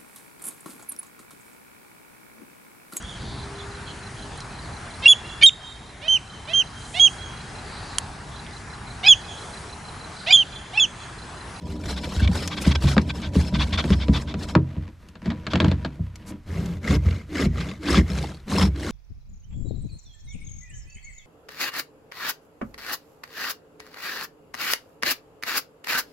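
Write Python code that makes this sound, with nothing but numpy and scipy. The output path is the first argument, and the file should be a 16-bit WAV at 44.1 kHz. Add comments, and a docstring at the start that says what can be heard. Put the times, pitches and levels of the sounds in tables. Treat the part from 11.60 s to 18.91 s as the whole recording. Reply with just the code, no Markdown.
"""A bow saw cuts frozen meat on a plywood table, outdoors in snow, a metre or two away.
Pulls and pushes alternate, and every tooth tears off an icy chip. First the teeth hiss through flesh
while the frame scrapes and bumps the table. The saw breaks through, and the joint of meat is stood
on end with a clatter. Then longer strokes rasp into bone and shake the table top.
The steel blade sings as it slides, and faint outdoor air lies under it all."""
import sys
import numpy as np
from scipy import signal
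from scipy.fft import rfft, irfft
from scipy.io import wavfile
from scipy.ndimage import uniform_filter1d

SR = 44100
rng = np.random.default_rng(int(sys.argv[2]) if len(sys.argv) > 2 else 0)


def to_wav(s):
    """Save 16-bit WAV."""
    ch = np.atleast_2d(s).T  # columns
    pcm = np.round(np.clip(ch, -1, 1) * 32767)  # PCM
    wavfile.write(sys.argv[1], SR, pcm.astype(np.int16))


N = 322349
TIME = np.arange(N) / SR
TAP_TIME = TIME[:SR // 3]  # seconds since a tap


def amp(db):
    """Turn decibels into a gain."""
    return 10 ** (np.asarray(db) / 20)


def unit(x):
    """Scale to an average power of 1."""
    return x / np.sqrt(np.mean(x ** 2))


def add(track, start_s, sound):
    """Mix a sound in at a given time."""
    i = max(int(start_s * SR), 0)
    track[i:i + len(sound)] += sound[:N - i]


def wander(per_s, size=N):
    """A random curve, roughly between -1 and 1, that heads for a new value per_s times a second."""
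    knots = rng.standard_normal(size // 12)
    return 1.1 * np.interp(TIME[:size] * per_s, np.arange(len(knots)), knots)


def swells(events):
    """Pushes that each build up and let go."""
    force = np.zeros(N)
    for start_s, length_s, db in events:
        add(force, start_s, amp(db) * np.sqrt(np.hanning(int(length_s * SR))))
    return force


def soften(x, hz, kind="low", order=2):
    """Gently keep only the low, or the high, side of a frequency."""
    return signal.sosfilt(signal.butter(order, min(hz, SR / 3), kind, fs=SR, output="sos"), x)


def colour(x, tone, peaks=(), size=4096):
    """Shape a sound with a broad tone curve and ringing peaks that stand on it."""
    hz = np.maximum(np.arange(size // 2 + 1) * SR / size, 1)
    tone_hz, tone_db = np.transpose(tone)
    gain = amp(np.interp(np.log(hz), np.log(tone_hz), tone_db))
    gain *= np.minimum(hz / tone_hz[0], 1) ** 2
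    gain *= np.sqrt(1 + sum(amp(2 * db) / (1 + (2 * (hz - f) / width) ** 2) for f, width, db in peaks))
    # make the filter ring after a hit, never before it
    cepstrum = irfft(np.log(unit(gain) + 1e-6))
    cepstrum[1:size // 2] *= 2
    cepstrum[size // 2 + 1:] = 0
    return signal.oaconvolve(x, irfft(np.exp(rfft(cepstrum))))[:len(x)]


def resonate(x, hz, width_hz):
    """Make a sound ring at a pitch that can glide."""
    turn = np.exp(2j * np.pi * np.cumsum(hz) / SR)
    pole = np.exp(-np.pi * width_hz / SR)
    return 2 * np.real(turn * signal.lfilter([1 - pole], [1, -pole], x / turn))


# tone of the outdoor air: f/Hz, level/dB
AIR_TONE = [(20, 20.5), (200, -1.5), (700, -15), (1400, -12), (14000, -35)]
def air(db):
    """Outdoor air: a low rumble with a faint hiss."""
    return amp(db) * colour(rng.standard_normal(N), AIR_TONE)


# notes of the plywood top: f/Hz, level/dB, time to fade by 60 dB/s
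PLYWOOD_NOTES = [(66.8, -2, 0.51), (86.6, -1.5, 0.49), (133.9, -6, 0.48), (169.05, -0.5, 0.23),
                 (197.2, 5, 0.12), (231.8, -3, 0.24), (295.9, -2.5, 0.19), (327, -7.5, 0.16),
                 (385.8, -5.5, 0.16), (481.5, -2.5, 0.081), (614, 5, 0.045), (977, 0, 0.1)]
def table_ring(scatter_db, detune):
    """The table rings after a tap; spot and load shift its notes, and loose meat adds a dull blur."""
    hz, db, fade_s = np.transpose(PLYWOOD_NOTES)[:, :, None]
    strength, shift = rng.standard_normal((len(hz), 2)).T[:, :, None]
    sign = (-1) ** np.arange(len(hz))[:, None]
    fade = amp(db + scatter_db * strength) * np.exp(-np.log(1000) * TAP_TIME / fade_s)
    notes = sign * fade * np.sin(2 * np.pi * hz * (1 + detune * shift) * TAP_TIME)
    blur = unit(soften(rng.standard_normal(len(TAP_TIME)), 500)) * np.exp(-TAP_TIME / 0.03)
    return notes.sum(axis=0) + amp(-6) * blur


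def table_shake(taps, push, dull_hz, crumble, low_hz=45):
    """Tiny taps and crumbling noise pass into the table, which rumbles as loudly as it is pushed."""
    force = taps + crumble * rng.standard_normal(N)
    force = soften(soften(force, low_hz, "high"), dull_hz, order=1)
    ring = table_ring(scatter_db=-2.5, detune=0)
    usual_level = np.std(signal.oaconvolve(force, ring)[:N][push > 1e-6])
    return signal.oaconvolve(force * push, ring)[:N] / usual_level


def grind(bites, smooth, flicker_db, patchy_db):
    """Ice crumbles unevenly; each chip chirps for a few milliseconds at its own pitches."""
    hz, _, cells = signal.stft(rng.standard_normal(N), SR, nperseg=512)
    chirps = uniform_filter1d(rng.standard_normal(cells.shape), size=4, axis=0)
    chirps = unit(uniform_filter1d(chirps, size=2, axis=1))
    depth_db = flicker_db / np.sqrt(1 + (hz[:, None] / 7000) ** 2)  # fine dust hisses more evenly
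    dust = unit(signal.istft(cells * amp(depth_db * chirps))[1][:N])
    return dust * amp(patchy_db * wander(45)) * (smooth + bites) / (smooth + 1)


def swish(noise, low_hz):
    """The soft band of noise that rubbing makes."""
    return unit(soften(soften(noise, low_hz, "high", order=1), 2.83 * low_hz))


# gloves rub the joint as it is turned over: t/s, relative level/dB
GLOVE_RUBS = [(2.99, -44), (3.29, -47.5), (3.35, -80), (3.46, -53.5), (3.58, -59.5), (3.68, -33.5),
              (3.79, -46), (4.0, -35), (4.26, -47), (4.52, -57.5), (4.72, -39), (4.82, -65)]
# the blade brushes over frost: t/s, length/s, level/dB
FROST_BRUSHES = [(1.009, 0.029, -34.5), (4.657, 0.065, -47)]
# crumbs of ice snap: t/s, level/dB
ICE_SNAPS = [(0.876, -21), (3.487, -46), (4.557, -38.5), (5.059, -37)]
def gloves_and_frost():
    """Gloves and blade swish over frost, the shifting joint rumbles, and crumbs of ice snap."""
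    frost = rng.standard_normal(N)
    grains = frost * amp(4.5 * wander(350))
    turning = amp(np.interp(TIME, *np.transpose(GLOVE_RUBS), left=-np.inf, right=-np.inf) - 9.5)
    rumble = table_shake(grains, amp(15) * turning, dull_hz=149, crumble=0, low_hz=92.5)
    rustle = turning * amp(3 * wander(21.77)) * swish(grains, low_hz=730)
    brush = swells(FROST_BRUSHES) * swish(frost, low_hz=3140)
    snaps = np.zeros(N)
    for start_s, db in ICE_SNAPS:
        add(snaps, start_s, amp(db) * np.exp(-TAP_TIME / 0.004))
    crackle = unit(soften(soften(frost, 1600, "high", order=1), 5500))
    return rustle + rumble + brush + snaps * crackle


# steel or icy meat catches and judders: t/s, length/s, level/dB
SCRAPES = [(0.359, 0.038, -30), (0.43, 0.025, -30), (0.606, 0.068, -29), (0.674, 0.0072, -23.5),
           (0.905, 0.049, -30.5), (.965, 0.03, -27), (1.047, 0.014, -26.5), (1.106, 0.026, -25),
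           (1.148, 0.018, -23), (1.265, 0.03, -26.5), (1.486, 0.03, -27.5), (1.615, 0.066, -32),
           (1.936, 0.042, -25.5), (1.981, 0.068, -25), (2.119, 0.05, -26), (2.171, 0.048, -21.5),
           (2.316, 0.035, -27.5), (2.391, 0.065, -32.5), (2.527, 0.067, -25), (2.665, 0.069, -35.5),
           (3.9, 0.033, -33.5), (5.998, 0.023, -30), (6.088, 0.011, -33.5), (6.27, 0.025, -27),
           (6.34, 0.04, -23), (7.006, 0.039, -27)]
# tone of a scrape: f/Hz, level/dB
SCRAPE_TONE = [(300, -3), (650, 3.5), (4500, 1.5), (5800, -5.5), (14000, -37.5)]
# ring of the steel frame: f/Hz, width/Hz, boost/dB
FRAME_RING = [(1080, 170, 6.2), (1553, 28, 10.5), (2300, 240, 5.8), (3310, 110, 4.1), (3493, 370, 8.8)]
def scrapes(slip_hz, jitter, slip_s):
    """Steel sticks and slips quickly on plywood: a gritty squeak that drags at the table."""
    press = swells(SCRAPES)
    phase = np.cumsum(slip_hz * np.exp(jitter * wander(60))) / SR
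    slips = unit(np.exp(-(phase % 1) / (slip_hz * slip_s)))
    squeak = unit(np.diff(slips, prepend=0)) * amp(2 * wander(310))
    grit = grind(slips, smooth=0.13, flicker_db=3, patchy_db=2)
    judder = table_shake(slips, amp(-3.5) * press, dull_hz=85.5, crumble=5.4)
    return colour(press * (amp(-10.5) * squeak + amp(-3) * grit), SCRAPE_TONE, FRAME_RING) + judder


# tone of a hard hit: f/Hz, level/dB
CRACK_TONE = [(250, -6.5), (1200, -3), (4500, -11), (5800, -22.5), (7500, -23.5), (9000, -39), (14000, -63)]
def knocks(blows, peaks, low_hz, crack_s=0.0016, tail_s=0.011, tail_db=-7, tail_hz=1770, crunch_db=0):
    """A blow thuds on the table; hard contact adds a crack and a rattle, crunchy if ice is crushed."""
    thuds, cracks = np.zeros((2, N))
    for start_s, thud_db, crack_db in blows:
        dull_hz = 488 * 2 ** ((crack_db - thud_db) / 19.5)  # harder blows are briefer, so brighter
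        ring = table_ring(scatter_db=3, detune=0.045)
        ring = soften(soften(ring, dull_hz), low_hz, "high")
        add(thuds, start_s, amp(thud_db) * ring / np.std(ring[:SR // 30]))
        snap, rattle = rng.standard_normal((2, len(TAP_TIME)))
        snap *= np.exp(-TAP_TIME / crack_s)
        rattle = soften(rattle, tail_hz, order=1) * amp(crunch_db * wander(393, len(TAP_TIME)))
        rattle *= amp(tail_db) * np.exp(-TAP_TIME / tail_s)
        add(cracks, start_s, amp(crack_db) * (snap + rattle))
    return thuds + 2 * colour(cracks, CRACK_TONE, peaks)


# the joint hits the table: t/s, thud level/dB, relative crack level/dB
JOINT_HITS = [(3.554, -46, -46), (3.658, -31, -35), (3.672, -24, -59), (3.703, -44, -30), (3.867, -34, -29),
              (3.934, -21, -24.5), (3.956, -23.5, -22.5), (4.002, -22.5, -18.5), (4.025, -16.5, -41),
              (4.045, -20, -26.5), (4.067, -18, -45), (4.082, -34, -33.5), (4.115, -27, -30),
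              (4.248, -28.5, -29), (4.393, -23.5, -68)]
# hollow ring of the frozen joint: f/Hz, width/Hz, boost/dB
JOINT_RING = [(640, 53, 9), (1650, 67, 4.5), (3850, 1000, -0.5)]
def joint_clatter():
    """The frozen joint clatters and crunches as it is stood on end."""
    return knocks(JOINT_HITS, JOINT_RING, low_hz=100, crack_s=0.003,
                  tail_s=0.013, tail_db=-5, tail_hz=2200, crunch_db=4)


# the saw bumps meat and table, and during the bone strokes the joint rocks back onto the table after a push:
# t/s, thud level/dB, relative crack level/dB
TABLE_BUMPS = [(.554, -20.5, -83), (.612, -14.5, -64), (0.684, -19, -43), (1.064, -12.5, -37.5),
               (1.239, -13.5, -34.5), (1.38, -28, -19), (1.66, -27.5, -78), (1.754, -14, -36.5),
               (1.925, -19.5, -45), (1.975, -20.5, -47), (2.115, -22.5, -90), (2.241, -23, -29),
               (2.304, -12.5, -28), (2.483, -12.5, -29.5), (2.741, -27.5, -30), (3.166, -25, -51.5),
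               (5.291, -18, -47), (5.453, -16, -57.5), (5.855, -16, -52), (6.374, -12.5, -24)]
# the frame slams down: t/s, thud level/dB, relative crack level/dB
FRAME_SLAMS = [(1.367, -13.5, -23), (2.952, -12, -15.5)]
# clack of plywood under a slam: f/Hz, width/Hz, boost/dB
PLYWOOD_CLACK = [(598, 82, 8.5), (1100, 600, 10), (1990, 390, 4.5)]
def table_bumps():
    """The steel frame bumps and slams on the table, hardest as the saw breaks through; during the bone strokes
    the joint rocks back onto the table."""
    return knocks(TABLE_BUMPS, (), low_hz=35) + knocks(FRAME_SLAMS, PLYWOOD_CLACK, low_hz=127)


def strokes(turns_s, teeth_per_stroke, drag, rest_s):
    """Teeth per second, speed (drag at the turns), progress 0-1 and stroke number (even = pull)."""
    turns_s = np.array(turns_s)
    number = np.searchsorted(turns_s[1:-1], TIME)
    start = turns_s[number] + rest_s * (number % 2 == 0)  # the arm rests before each pull
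    length = turns_s[number + 1] - start
    progress = np.clip((TIME - start) / length, 0, 1)
    swing = np.sin(np.pi * progress)
    sawing = (TIME >= turns_s[0] + rest_s) & (TIME < turns_s[-1])
    rate = sawing * teeth_per_stroke * np.pi / 2 * swing / length
    return rate, sawing * np.hypot(swing, drag), progress, number


def ease(force):
    """The springy frame smooths changes of force."""
    return np.maximum(uniform_filter1d(force, SR // 50), 0)


def teeth(rate, jitter, scatter_db, chip_s):
    """Every passing tooth tears off a chip of its own size."""
    passed = np.cumsum(rate * np.exp(jitter * wander(300))) / SR
    new_tooth = np.diff(np.floor(passed), prepend=0) > 0
    chips = new_tooth * amp(scatter_db * rng.standard_normal(N))
    bites = signal.oaconvolve(chips, np.exp(-TAP_TIME / chip_s))[:N]
    return bites / np.sqrt(np.mean(bites[rate > 0] ** 2))


# tone of the teeth's hiss: f/Hz, level/dB
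HISS_TONE = [(300, 18), (900, 9), (2900, 4.5), (4000, 7), (5200, 0), (8000, -2.5), (10500, -8.5),
             (12000, -14), (14000, -20.5)]
# steady ring of the blade: f/Hz, width/Hz, boost/dB
BLADE_RING = [(4100, 19, 4)]
# notes sung by the free length of blade: f/Hz, width/Hz, boost/dB
BLADE_SONG = [(5250, 55, 19), (5510, 30, 10)]
def blade(hiss, progress, number):
    """The teeth make the steel ring: the further it sticks out, the louder and lower it sings."""
    stick_out = np.cos(np.pi * progress) * (-1) ** number / 2  # -0.5 to 0.5
    hiss = colour(hiss, HISS_TONE, BLADE_RING)
    pulling = number % 2 == 0
    drive = hiss * amp(16.25 * (stick_out - 0.5) - 4 * pulling)  # a pull sings less
    bend = 1 - 0.011 * stick_out
    return hiss + sum(amp(db) * resonate(drive, hz * bend, width) for hz, width, db in BLADE_SONG)


# strokes in flesh; effort builds, then eases near the end of the cut: t/s, hiss level/dB
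FLESH_STROKES = [(0, -48.5), (.2, -38), (.4, -40.5), (0.689, -33.5), (0.891, -37.5), (1.191, -33),
                 (1.37, -44), (1.71, -36), (1.89, -43), (2.191, -40), (2.419, -46), (2.749, -43)]
def flesh_cut(end_s):
    """Teeth hiss finely through frozen flesh, swelling and fading with each stroke."""
    starts, hiss_db = np.transpose(FLESH_STROKES)
    rate, speed, progress, number = strokes([*starts, end_s], teeth_per_stroke=48, drag=0.6, rest_s=0.005)
    bites = teeth(rate, jitter=0.24, scatter_db=8, chip_s=0.0065)
    hiss = ease(amp(hiss_db[number]) * speed) * grind(bites, smooth=1, flicker_db=5, patchy_db=4)
    rumble = table_shake(bites, ease(amp(-32) * speed ** 0.054), dull_hz=204, crumble=5.6)
    return blade(hiss, progress, number) + rumble


# strokes in bone, each lasting until the next: t/s, rasp level/dB, hiss level/dB,
# relative groan level/dB, rise in pressure over the stroke/dB, rocking joint's f/Hz
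BONE_STROKES = [(4.81, -44, -49.5, -22.5, -6, 84), (5.206, -35, -43, -17, 23, 205),
                (5.371, -45, -52.5, -28, -20.5, 101.6), (5.675, -37, -41, -20, 23.5, 286),
                (5.87, -39.5, -47, -26, -11.5, 135.8), (6.196, -32, -32, -19, 18.5, 283.2),
                (6.415, -50, -40.5, -30.5, -34.5, 150.1), (6.862, -41, -28.5, -15, 10, 199.7),
                (7.089, -39.5, -36.5, -22.5, 1, 277)]
# tone of the rasp: f/Hz, level/dB
RASP_TONE = [(300, 17.5), (600, 12), (800, -18), (1150, 7.5), (2900, 1.5), (4200, -0.5), (5200, -4.5),
             (7000, -3.5), (14000, -49)]
# ring of the blade wedged in bone: f/Hz, width/Hz, boost/dB
WEDGED_RING = [(1617, 35, 7), (2097, 200, 11.5), (3970, 95, 1)]
def bone_cut(end_s):
    """Teeth snag and rasp in bone; leaning on the saw makes the joint rock and the table groan."""
    starts, rasp_db, hiss_db, groan_db, lean_db, rock_hz = np.transpose(BONE_STROKES)
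    turns_s = [*starts, end_s]
    rate, speed, progress, number = strokes(turns_s, teeth_per_stroke=44, drag=0.034, rest_s=0.05)
    pressure = amp(lean_db[number] * (progress - 0.5))
    bites = teeth(rate, jitter=0.2, scatter_db=4, chip_s=0.0022)
    snags = teeth(rate / 4, jitter=0.6, scatter_db=4, chip_s=0.004)
    crumbs = lambda: grind((bites + snags) / 2, smooth=0.55, flicker_db=5.5, patchy_db=1.5)
    hiss = ease(amp(hiss_db[number]) * speed ** 0.92 * pressure ** 0.97) * crumbs()
    rasp = ease(amp(rasp_db[number]) * speed ** 0.34 * pressure) * crumbs()
    push = ease(amp(groan_db[number]) * speed ** 0.5 * pressure)
    groan = table_shake(bites, push, dull_hz=225, crumble=1.9, low_hz=51.3)
    falling_hz = rock_hz[number] * 2 ** (0.31 * (0.5 - progress))
    rock = amp(-2.5) * push * unit(resonate(rng.standard_normal(N), falling_hz, width_hz=19.8))
    return blade(hiss, progress, number) + colour(rasp, RASP_TONE, WEDGED_RING) + (groan + rock) / 2


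def scene():
    """Everything happens at one spot; snow swallows the echoes, so only a little scatter widens it."""
    work = flesh_cut(end_s=2.95) + bone_cut(end_s=7.45) + gloves_and_frost()
    work += scrapes(slip_hz=635.7, jitter=0.22, slip_s=0.0014)
    work += table_bumps() + joint_clatter()
    # sound bouncing off the table and the person sawing differs between left and right
    echo_fade = np.exp(-TAP_TIME / 0.0067) + amp(-43) * np.exp(-TAP_TIME / 0.29)
    echo = rng.standard_normal(len(TAP_TIME)) * echo_fade
    treble = soften(work, 900, "high", order=1)
    side = amp(-9) * signal.oaconvolve(treble, echo / np.linalg.norm(echo))[:N]
    # so do the deep rumble and the air
    side += amp(-36) * soften(soften(work, 38, order=3), 60, "high") + air(db=-61.5)
    return work + air(db=-49 + 2 * wander(26)) + np.array([side, -side])


def record(dry):
    """Take away the deepest bass and cut the highest treble steeply."""
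    thin = soften(dry, 26, "high", order=3)
    return signal.sosfilt(signal.ellip(8, 0.2, 70, 13900, fs=SR, output="sos"), thin)


dry = scene()
out = record(dry)
to_wav(out)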